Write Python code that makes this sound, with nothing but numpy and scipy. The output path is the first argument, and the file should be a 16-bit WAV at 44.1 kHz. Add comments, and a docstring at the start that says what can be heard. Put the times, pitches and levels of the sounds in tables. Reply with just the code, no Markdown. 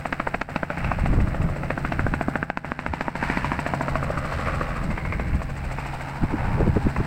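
"""A light two-bladed piston helicopter flies past over a meadow, heard by one microphone in a gusty breeze.
From the start: exhaust and tail rotor drone (partials), surging rush and tip swish (shaped noise), wind rumble.
At once the blades also slap the vortex of the one before, a spike each, in bouts; the hardest, near 2.5 s, drive
a limiter that briefly ducks the rest. The ground echoes slap and rush; gliding resonances colour them from 0.56 s.
Eddies knock the microphone from 1.1 s on, most densely after 6.2 s, when the slaps are mostly faint."""
import sys
import numpy as np
from scipy import signal
from scipy.fft import rfft, irfft
from scipy.io import wavfile
from scipy.ndimage import uniform_filter1d, minimum_filter1d, map_coordinates

SR = 44100
rng = np.random.default_rng(int(sys.argv[2]) if len(sys.argv) > 2 else 0)


def transcribe(signal):
    """Save signal, clipped to [-1, 1], as a 16-bit WAV file at the path in sys.argv[1]."""
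    frames = np.atleast_2d(signal).T
    limited = np.clip(frames, -1, 1)
    pcm = np.round(limited * 32767).astype(np.int16)
    wavfile.write(sys.argv[1], SR, pcm)


N = 311346
TIME = np.arange(N) / SR


def amp(db):
    """Decibels to gain."""
    return 10 ** (np.asarray(db) / 20)


def unit(x):
    """Scales to rms 1."""
    return x / np.sqrt(np.mean(x ** 2) + 1e-20)


def curve(rows, t=TIME, axis=1):
    """One column of a table, joined by straight lines in time."""
    rows = np.asarray(rows)
    return np.interp(t, rows[:, 0], rows[:, axis])


def spectrum_db(points, size):
    """A spectrum on the bins of an FFT, joined on a log-frequency axis."""
    hz, db = np.transpose(points)
    bins_hz = np.fft.rfftfreq(size, 1 / SR)
    return np.interp(np.log(bins_hz + 1), np.log(hz + 1), db)


def noise(points):
    """Noise of rms 1 with the given spectrum."""
    white = rfft(rng.standard_normal(N))
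    return unit(irfft(white * amp(spectrum_db(points, N)), N))


def wander(rate_hz):
    """Slow chance of rms 1, moving up to about rate_hz times a second."""
    hz = np.fft.rfftfreq(N, 1 / SR)
    white = rfft(rng.standard_normal(N))
    return unit(irfft(white / (1 + (hz / rate_hz) ** 4), N))


def causal(points, size=2048):
    """Minimum-phase pulse: the sharpest one-sided pulse that has the given spectrum."""
    cepstrum = irfft(np.log(amp(spectrum_db(points, size))))
    # fold negative time onto positive
    cepstrum[1:size // 2] *= 2
    cepstrum[size // 2 + 1:] = 0
    return irfft(np.exp(rfft(cepstrum)))


def lowpass(order, edge_hz):
    """Butterworth low-pass sections."""
    return signal.butter(order, edge_hz, fs=SR, output="sos")


def throb(turns, centre, focus):
    """A gain of rms 1 that peaks once a turn."""
    return unit(np.exp(focus * np.cos(2 * np.pi * (turns - centre))))


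def swell(peak_s, rise_s, fall_s):
    """A bell-shaped gain that reaches 1 at its peak."""
    width_s = np.where(TIME < peak_s, rise_s, fall_s)
    return np.exp(-((TIME - peak_s) / width_s) ** 2)


def swelling(steady_db, swells):
    """Gain of a steady sound with swells (peak, rise, fall, dB) on top; their powers add."""
    power = sum((amp(db) * swell(*shape)) ** 2 for *shape, db in swells)
    return np.sqrt(amp(steady_db) ** 2 + power)


BLADE_HZ = 13.8
# drift of the blades' arrival as the range changes: t/s, lag/s
ARRIVAL_LAG = [(0.0, 0.057), (0.56, 0.0535), (0.85, 0.0477), (1.5, 0.0399), (2.0, 0.0372), (2.6, 0.0374),
               (3.4, 0.0394), (4.0, 0.0426), (4.6, 0.0464), (5.3, 0.0537), (5.9, 0.0625), (7.06, 0.081)]


def blades_passed():
    """Count of main blades heard so far: steady rotation, seen through a changing travel time."""
    return BLADE_HZ * (TIME - curve(ARRIVAL_LAG))


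def partials(turns, table, waver_db, smear):
    """Orders of a rotating part, wavering in the moving air; higher orders smear more."""
    out = np.zeros(N)
    for multiple, db in table:
        multiple = round(2 * multiple) / 2  # whole or half orders
        phase = multiple * turns + rng.random() + smear * np.sqrt(multiple) * wander(5.87)
        gain = amp(db + waver_db * wander(1.3))
        out += gain * np.sqrt(2) * np.cos(2 * np.pi * phase)
    return out


FIRINGS_PER_BLADE, TAIL_PER_BLADE = 10, 5.96
# exhaust drone level: t/s, level/dB
EXHAUST_LEVEL = [(0, -36.5), (0.5, -38.5), (1.6, -31), (3, -32.5), (3.9, -30.5), (4.6, -34.5), (5.3, -32.5),
                 (6.1, -32.5), (7.06, -31)]
# exhaust orders: multiple of the firing rate, level/dB
EXHAUST_ORDERS = [(.5, -14.5), (1, -3.5), (1.5, -19), (2, -22), (3, -29)]
# tail rotor level: t/s, level/dB
TAIL_ROTOR_LEVEL = [(0, -45.5), (1.5, -40), (3, -36), (4.5, -39.5), (5.7, -44.5), (6.4, -45), (7.06, -37.5)]
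# tail rotor orders: multiple of the tail blade rate, level/dB
TAIL_ORDERS = [(1, -1), (2, 0), (3, -5.5), (4, -9), (5, -17), (8, -11), (10, -9)]


def drone(blades):
    """Exhaust and tail rotor are geared to the main rotor."""
    exhaust = partials(blades * FIRINGS_PER_BLADE, EXHAUST_ORDERS, waver_db=1.2, smear=.08)
    tail = partials(blades * TAIL_PER_BLADE, TAIL_ORDERS, waver_db=2, smear=.35)
    return amp(curve(EXHAUST_LEVEL)) * exhaust + amp(curve(TAIL_ROTOR_LEVEL)) * tail


# delay of the ground echo: t/s, delay/ms
GROUND_DELAY = [(0, 1.42), (.9, 1.44), (1.5, 1.56), (2, 1.39), (3, 1.34), (3.3, 1.2), (3.9, 1.35),
                (4.6, 1.57), (5.05, 2), (5.9, 1.405), (7.06, 1.14)]


def grounded(x, share):
    """Adds the ground echo, dulled by grass; its moving delay sweeps a comb through the sound."""
    read_at = np.arange(N) - curve(GROUND_DELAY) * SR / 1000
    echo = map_coordinates(uniform_filter1d(x, size=15), [read_at], order=3)
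    return (x + share * echo) / np.sqrt(1 + share ** 2)


# turbulent air between surges: body below SPLIT_HZ, rasp above it, and hiss
BODY_DB, RASP_DB, HISS_DB, SPLIT_HZ = -39, -41, -56, 1100
# share of the rush that the ground throws back; it grows as the helicopter sinks towards the horizon
ECHO_SHARE, ECHO_GROWTH_PER_S = 0.065, 0.035
# surges of the turbulence: peak t/s, rise/s, fall/s, body level/dB, rasp level/dB, hiss level/dB
RUSH_SURGES = [(0.2, 0.097, 0.11, -43, -43, -68), (0.86, 0.33, 0.37, -55, -37, -56),
               (1.85, 0.14, 0.3, -47, -43.5, -57), (2.85, 0.25, 0.63, -34.5, -33, -49),
               (3.24, 0.085, 0.38, -36, -27.5, -45), (3.85, 1, 0.96, -35, -39, -53.5),
               (4.35, 0.11, 0.3, -39, -35.5, -49), (4.55, 0.21, 0.6, -36, -40.5, -55.5),
               (5.87, 0.26, 0.59, -50, -42, -54), (6.48, 0.17, 0.21, -34, -36.5, -56),
               (6.95, 0.28, 0.33, -48, -40.5, -53.5)]
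# spectrum of body and rasp: f/Hz, relative density/dB
RUSH_SPECTRUM = [(40, -36), (120, -9.5), (220, 2.5), (365, -9), (490, 0), (950, -2.5), (1500, 0.5),
                 (2100, -2), (2650, -8), (3200, -25), (5000, -48)]
# spectrum of the hiss: f/Hz, relative density/dB
HISS_SPECTRUM = [(1500, -32), (2800, 8), (3300, -0.5), (4100, 2), (5200, -1), (6600, -11), (8100, -4),
                 (9500, -16.5), (12500, -20), (16000, -29)]


def rush(blades, flutter_db=1.26):
    """Turbulence off both rotors surges, swells with each blade and flutters with the air on its way."""
    peak, rise, fall, body_db, rasp_db, hiss_db = np.transpose(RUSH_SURGES)
    tail_buzz = throb(blades * TAIL_PER_BLADE, centre=.2, focus=.28)
    roar = noise(RUSH_SPECTRUM) * throb(blades, centre=0.17, focus=0.17)
    body = signal.sosfiltfilt(lowpass(3, SPLIT_HZ), roar)
    rasp = roar - body
    body = body * swelling(BODY_DB, zip(peak, rise, fall, body_db))
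    rasp = rasp * swelling(RASP_DB, zip(peak, rise, fall, rasp_db))
    roar = (body + rasp) * amp(flutter_db * wander(33))
    hiss = noise(HISS_SPECTRUM) * throb(blades, centre=0.19, focus=0.15)
    hiss *= swelling(HISS_DB, zip(peak, rise, fall, hiss_db))
    return tail_buzz * (grounded(roar, share=ECHO_SHARE + ECHO_GROWTH_PER_S * TIME) + hiss)


# level of the tip swish: t/s, level/dB
SWISH_LEVEL = [(0, -62), (1.5, -62), (3.1, -57.5), (3.8, -55), (5.3, -64), (5.9, -56.5), (6.3, -69),
               (7.06, -63.5)]
# spectrum of the tip swish: f/Hz, relative density/dB
SWISH_SPECTRUM = [(2500, -17), (4500, 0.5), (6500, -6), (7500, 1.5), (8200, 6), (9400, -18.5), (11000, -18),
                  (12700, -8.5), (15000, -27)]


def swish(blades):
    """The advancing tip sizzles just after each slap."""
    flicker_db = 2 * wander(12)
    sizzle = noise(SWISH_SPECTRUM) * throb(blades, centre=0.17, focus=2.7)
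    return sizzle * amp(curve(SWISH_LEVEL) + flicker_db)


BREEZE_DB = -42  # wind between gusts
# each eddy drags a short rumble along: level against the eddy, rise, fall
DRAG_DB, DRAG_RISE_S, DRAG_FALL_S = -2.5, 0.026, 0.02
# gusts: peak t/s, rise/s, fall/s, level/dB
WIND_GUSTS = [(0.87, 0.07, 0.12, -26.5), (1.12, 0.19, 0.24, -22.5), (1.45, 0.08, 0.076, -24),
              (1.65, 0.36, 0.27, -32.5), (2.03, 0.12, 0.15, -26), (3.42, 0.24, 0.15, -29),
              (3.98, 0.086, 0.13, -31), (4.17, 0.018, 0.044, -28.5), (4.57, 0.38, 0.27, -29.5),
              (4.89, 0.09, 0.1, -24.5), (5.25, 0.27, 0.28, -27), (5.62, 0.14, 0.45, -33),
              (6.68, 0.34, 0.1, -23)]
# spectrum of the rumble: f/Hz, relative density/dB
WIND_SPECTRUM = [(5, -14.5), (25, 2.5), (60, -1.5), (120, -8), (200, -18.5), (320, -19.5), (600, -53),
                 (2000, -82)]


def wind(lumpy_db=1.74, flutter_db=-33, strong_db=-28.0, steepen=1.72):
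    """Lumpy rumble on the microphone follows gusts and eddies; strong ones add a higher flutter."""
    drags = [(s, DRAG_RISE_S, DRAG_FALL_S, db + DRAG_DB) for s, db, _, _ in EDDIES]
    force = swelling(BREEZE_DB, list(WIND_GUSTS) + drags)
    rumble = noise(WIND_SPECTRUM) * force
    flutter = noise([(40, -5), (110, 5.5), (200, 1.0), (330, -23.5), (1200, -22), (4000, -73)])
    flutter *= amp(flutter_db) * (force / amp(strong_db)) ** steepen
    return (rumble + flutter) * unit(amp(lumpy_db * wander(30)))


# spectrum of the noise floor: f/Hz, relative density/dB
FLOOR_SPECTRUM = [(30, 4), (1000, -3.5), (3500, -10), (6500, 4.5), (8200, 16.5), (10000, 2), (14000, 7.5),
                  (15700, 10.5)]


def noise_floor(level_db=-62):
    """Steady faint noise under everything."""
    return amp(level_db) * noise(FLOOR_SPECTRUM)


# slap bouts as the rotor sinks into its own wake: t/s, level/dB before accents
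SLAP_BOUTS = [(0.057, -23), (0.129, -19), (0.417, -17), (0.703, -21), (1.0, -30), (1.5, -34.5),
              (1.778, -25), (2.356, -20.5), (2.501, -10), (2.719, -11.5), (3.15, -19), (3.6, -22.5),
              (4.3, -31), (4.83, -37.5), (5.198, -26.5), (5.28, -47), (5.8, -32), (6.7, -59)]
# single slaps louder or softer than their neighbours: t/s, extra level/dB
BLADE_ACCENTS = [(0.417, 4), (0.489, -6), (0.633, 2), (0.774, -6.5), (0.845, -4.5), (0.917, 6.5), (1.06, 5),
                 (1.346, 4.5), (1.706, 6), (2.646, -6.5), (2.792, -2), (3.082, 3.5), (3.519, 1),
                 (3.957, 2.5), (4.612, 9.5), (4.978, 5), (5.418, 11.5), (5.786, 1.5), (6.447, 14),
                 (6.962, 33)]


def slap_db(s):
    """Strength of the blade that arrives at s: its bout plus its own accent."""
    accent_db = sum(extra for at, extra in BLADE_ACCENTS if abs(at - s) < .5 / BLADE_HZ)
    return curve(SLAP_BOUTS, s) + accent_db


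# a blade hits squarely at SQUARE_DB and glances fully within GLANCE_DB below it
SQUARE_DB, GLANCE_DB, LEAST_GLANCE = -12, 14, 0.22
# under PUFF_DB its slap crumbles into a puff
PUFF_DB, PUFF_PER_DB = -27, 0.4


def vortex_hits(level_db, glancing, t, ragged=1.0, spread_s=0.00304, scatter=0.073, scatter_s=0.0092,
                ring=0.036, ring_s=0.0021):
    """Impulses of one blade: main hit, four older vortices of alternate sign, scattered tail and ripple."""
    crumble = PUFF_PER_DB * max(PUFF_DB - level_db, 0)
    # trees and grass scatter a short tail behind the spike
    tail_gain = scatter * (0.037 + glancing + crumble)
    hits = tail_gain * rng.standard_normal(len(t)) * np.exp(-t / scatter_s)
    hits[0] += 1
    for (place, strength), sign in zip(rng.random(size=(4, 2)), (1, -1, 1, -1)):
        hits[int((.15 + place) * spread_s * SR)] += sign * ragged * glancing * strength
    # evenly spaced vortices leave a short ripple, at another pitch for each blade
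    ripple_hz = 650 * 3 ** rng.random()
    ripple = np.cos(2 * np.pi * ripple_hz * t) * np.exp(-t / ring_s)
    return hits + ring * (0.89 + glancing) * ripple


# spectrum of the slap spike: f/Hz, relative density/dB
SLAP_SPECTRUM = [(20, 1.5), (90, -16), (180, 0), (270, 1), (400, -1.5), (650, -1), (1500, -3.5), (2000, -5),
                 (2600, -7), (3200, -22.5), (4500, -22), (6500, -30.5), (8200, -29.5), (11000, -46)]
# low thump under each slap: t/s, level/dB against the spike
THUMP_LEVEL = [(0.057, 8.5), (0.3, -12), (0.56, 9.5), (0.8, 5), (1.7, 9), (2.3, 14.5), (2.5, 1), (2.8, 8),
               (3.3, 9.5), (4, 10), (5, -4)]
# early hit on a nearer vortex: t/s, share of the main hit
EARLY_HIT = [(0, 1), (0.56, 0.18), (1.5, 0.7), (2.4, 0.058), (7.06, 0.35)]


def slaps(blades, lead_s=0.003125, dull_hz=3500, fickle=0.52, thump_hz=245, thump_s=0.0031):
    """One pressure spike a blade; a weak, glancing blade cuts several older vortices, a square hit only one."""
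    times = np.interp(np.arange(int(blades[-1]) + 1), blades, TIME)
    pulse, t = causal(SLAP_SPECTRUM), TIME[:2048]
    lead = int(lead_s * SR)  # early hit to main hit
    thump = np.sin(2 * np.pi * thump_hz * t + np.pi / 3)
    thump *= np.exp(-t / thump_s) * (1 - np.exp(-t / 0.00032))
    out = np.zeros(N + len(t))
    for s in times:
        level_db = slap_db(s)
        glancing = np.clip(LEAST_GLANCE + max(SQUARE_DB - level_db, 0) / GLANCE_DB, 0, 1)
        hits = np.r_[curve(EARLY_HIT, s), np.zeros(lead), vortex_hits(level_db, glancing, t)]
        # the wider a blade misses the vortex core, the rounder its spike; no two pass alike
        edge_hz = dull_hz * np.exp(fickle * rng.standard_normal()) / (glancing + 0.47)
        rounded = signal.sosfilt(lowpass(2, min(edge_hz, SR / 3)), pulse)
        slap = signal.fftconvolve(hits, rounded)[:len(t)]
        slap /= np.sqrt(np.mean(slap[:400 + lead // 2] ** 2))  # rms 1 over its onset
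        # the blade's bulk pushes a low thump along with it
        slap[lead:] += amp(curve(THUMP_LEVEL, s)) * thump[:len(t) - lead]
        start = max(round(s * SR) - lead, 0)
        out[start:][:len(t)] += amp(level_db) * slap
    return grounded(out[:N], share=0.33)


# reflections off the slope, each reinforcing one band:
# start t/s, end t/s, start f/Hz, end f/Hz, bandwidth/Hz, gain
SLOPE_GLINTS = [(0.71, 1.107, 2550, 2600, 300, 0.94), (0.56, 1.106, 740, 835, 300, 1.04),
                (1.193, 1.913, 600, 520, 120, 1.34), (1.75, 2.903, 1530, 1620, 300, 0.77),
                (2.7, 4.013, 933, 960, 109, 1.4), (3.41, 4.9, 734, 465, 114, 0.98),
                (3.697, 5.06, 1100, 1195, 150, 1.63), (4.802, 5.457, 2120, 2250, 199, 1.6),
                (5.454, 6.1, 2340, 2460, 200, 0.86), (5.496, 7.2, 915, 880, 151, 2.14)]


def glints(x):
    """Each reflection adds a gliding resonance that swells and fades."""
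    out = x.copy()
    for start_s, end_s, start_hz, end_hz, width_hz, gain in SLOPE_GLINTS:
        progress = np.clip((TIME - start_s) / (end_s - start_s), 0, 1)
        centre_hz = start_hz + (end_hz - start_hz) * progress
        # shift the band to 0 Hz, smooth, shift back
        turn = np.exp(2j * np.pi * np.cumsum(centre_hz) / SR)
        pole = np.exp(-np.pi * width_hz / SR)
        band = 2 * (turn * signal.lfilter([1 - pole], [1, -pole], x / turn)).real
        out += gain * np.sin(np.pi * progress) * band
    return out


# eddies that hit the microphone: t/s, level/dB, length/s, upper edge f/Hz
EDDIES = [(1.137, -31, 0.14, 352), (1.188, -22.5, 0.06, 314), (1.241, -33, 0.072, 296),
          (1.463, -44, 0.027, 138), (2.895, -18, 0.035, 95), (4.905, -28, 0.024, 200),
          (5.349, -23.5, 0.025, 194), (6.236, -18, 0.014, 303), (6.339, -23, 0.065, 305),
          (6.606, -23, 0.08, 520), (6.677, -23.5, 0.068, 466), (6.77, -18.5, 0.033, 374),
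          (6.867, -17.5, 0.021, 307), (7.003, -19.5, 0.019, 275)]


def buffets(low_hz=60, knock=0.5):
    """Each eddy is a firm low knock inside a short puff."""
    out = np.zeros(N)
    for s, db, length_s, edge_hz in EDDIES:
        window = np.exp(-2 * ((TIME - s) / (length_s / 2)) ** 2)
        push = window * rng.standard_normal(N)
        push[min(round(s * SR), N - 1)] += knock * np.sqrt(SR * length_s)
        band = signal.butter(3, [low_hz, edge_hz], "bandpass", fs=SR, output="sos")
        puff = signal.sosfilt(band, push)
        out += amp(db) * puff / np.sqrt(np.sum(puff ** 2) / np.sum(window))
    return out


def scene():
    """The count of blades that have passed drives every part of the helicopter."""
    blades = blades_passed()
    helicopter = glints(slaps(blades) + rush(blades)) + swish(blades) + drone(blades)
    return (helicopter + wind() + buffets() + noise_floor())[None]


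def record(dry, ceiling=0.51, hold_s=.08, edge_hz=15950):
    """A look-ahead limiter holds its gain down for about hold_s after each peak; then the band limit."""
    hold, ramp = int(hold_s * SR) | 1, 129  # samples
    allowed = np.minimum(1, ceiling / (abs(dry[0]) + 1e-9))
    held = minimum_filter1d(allowed, hold, origin=hold // 2 - ramp)
    limited = dry * uniform_filter1d(held, ramp)
    band_limit = signal.firwin(511, edge_hz, window=("kaiser", 9), fs=SR)
    return signal.oaconvolve(limited, band_limit[None], "same")


dry = scene()
out = record(dry)
transcribe(out)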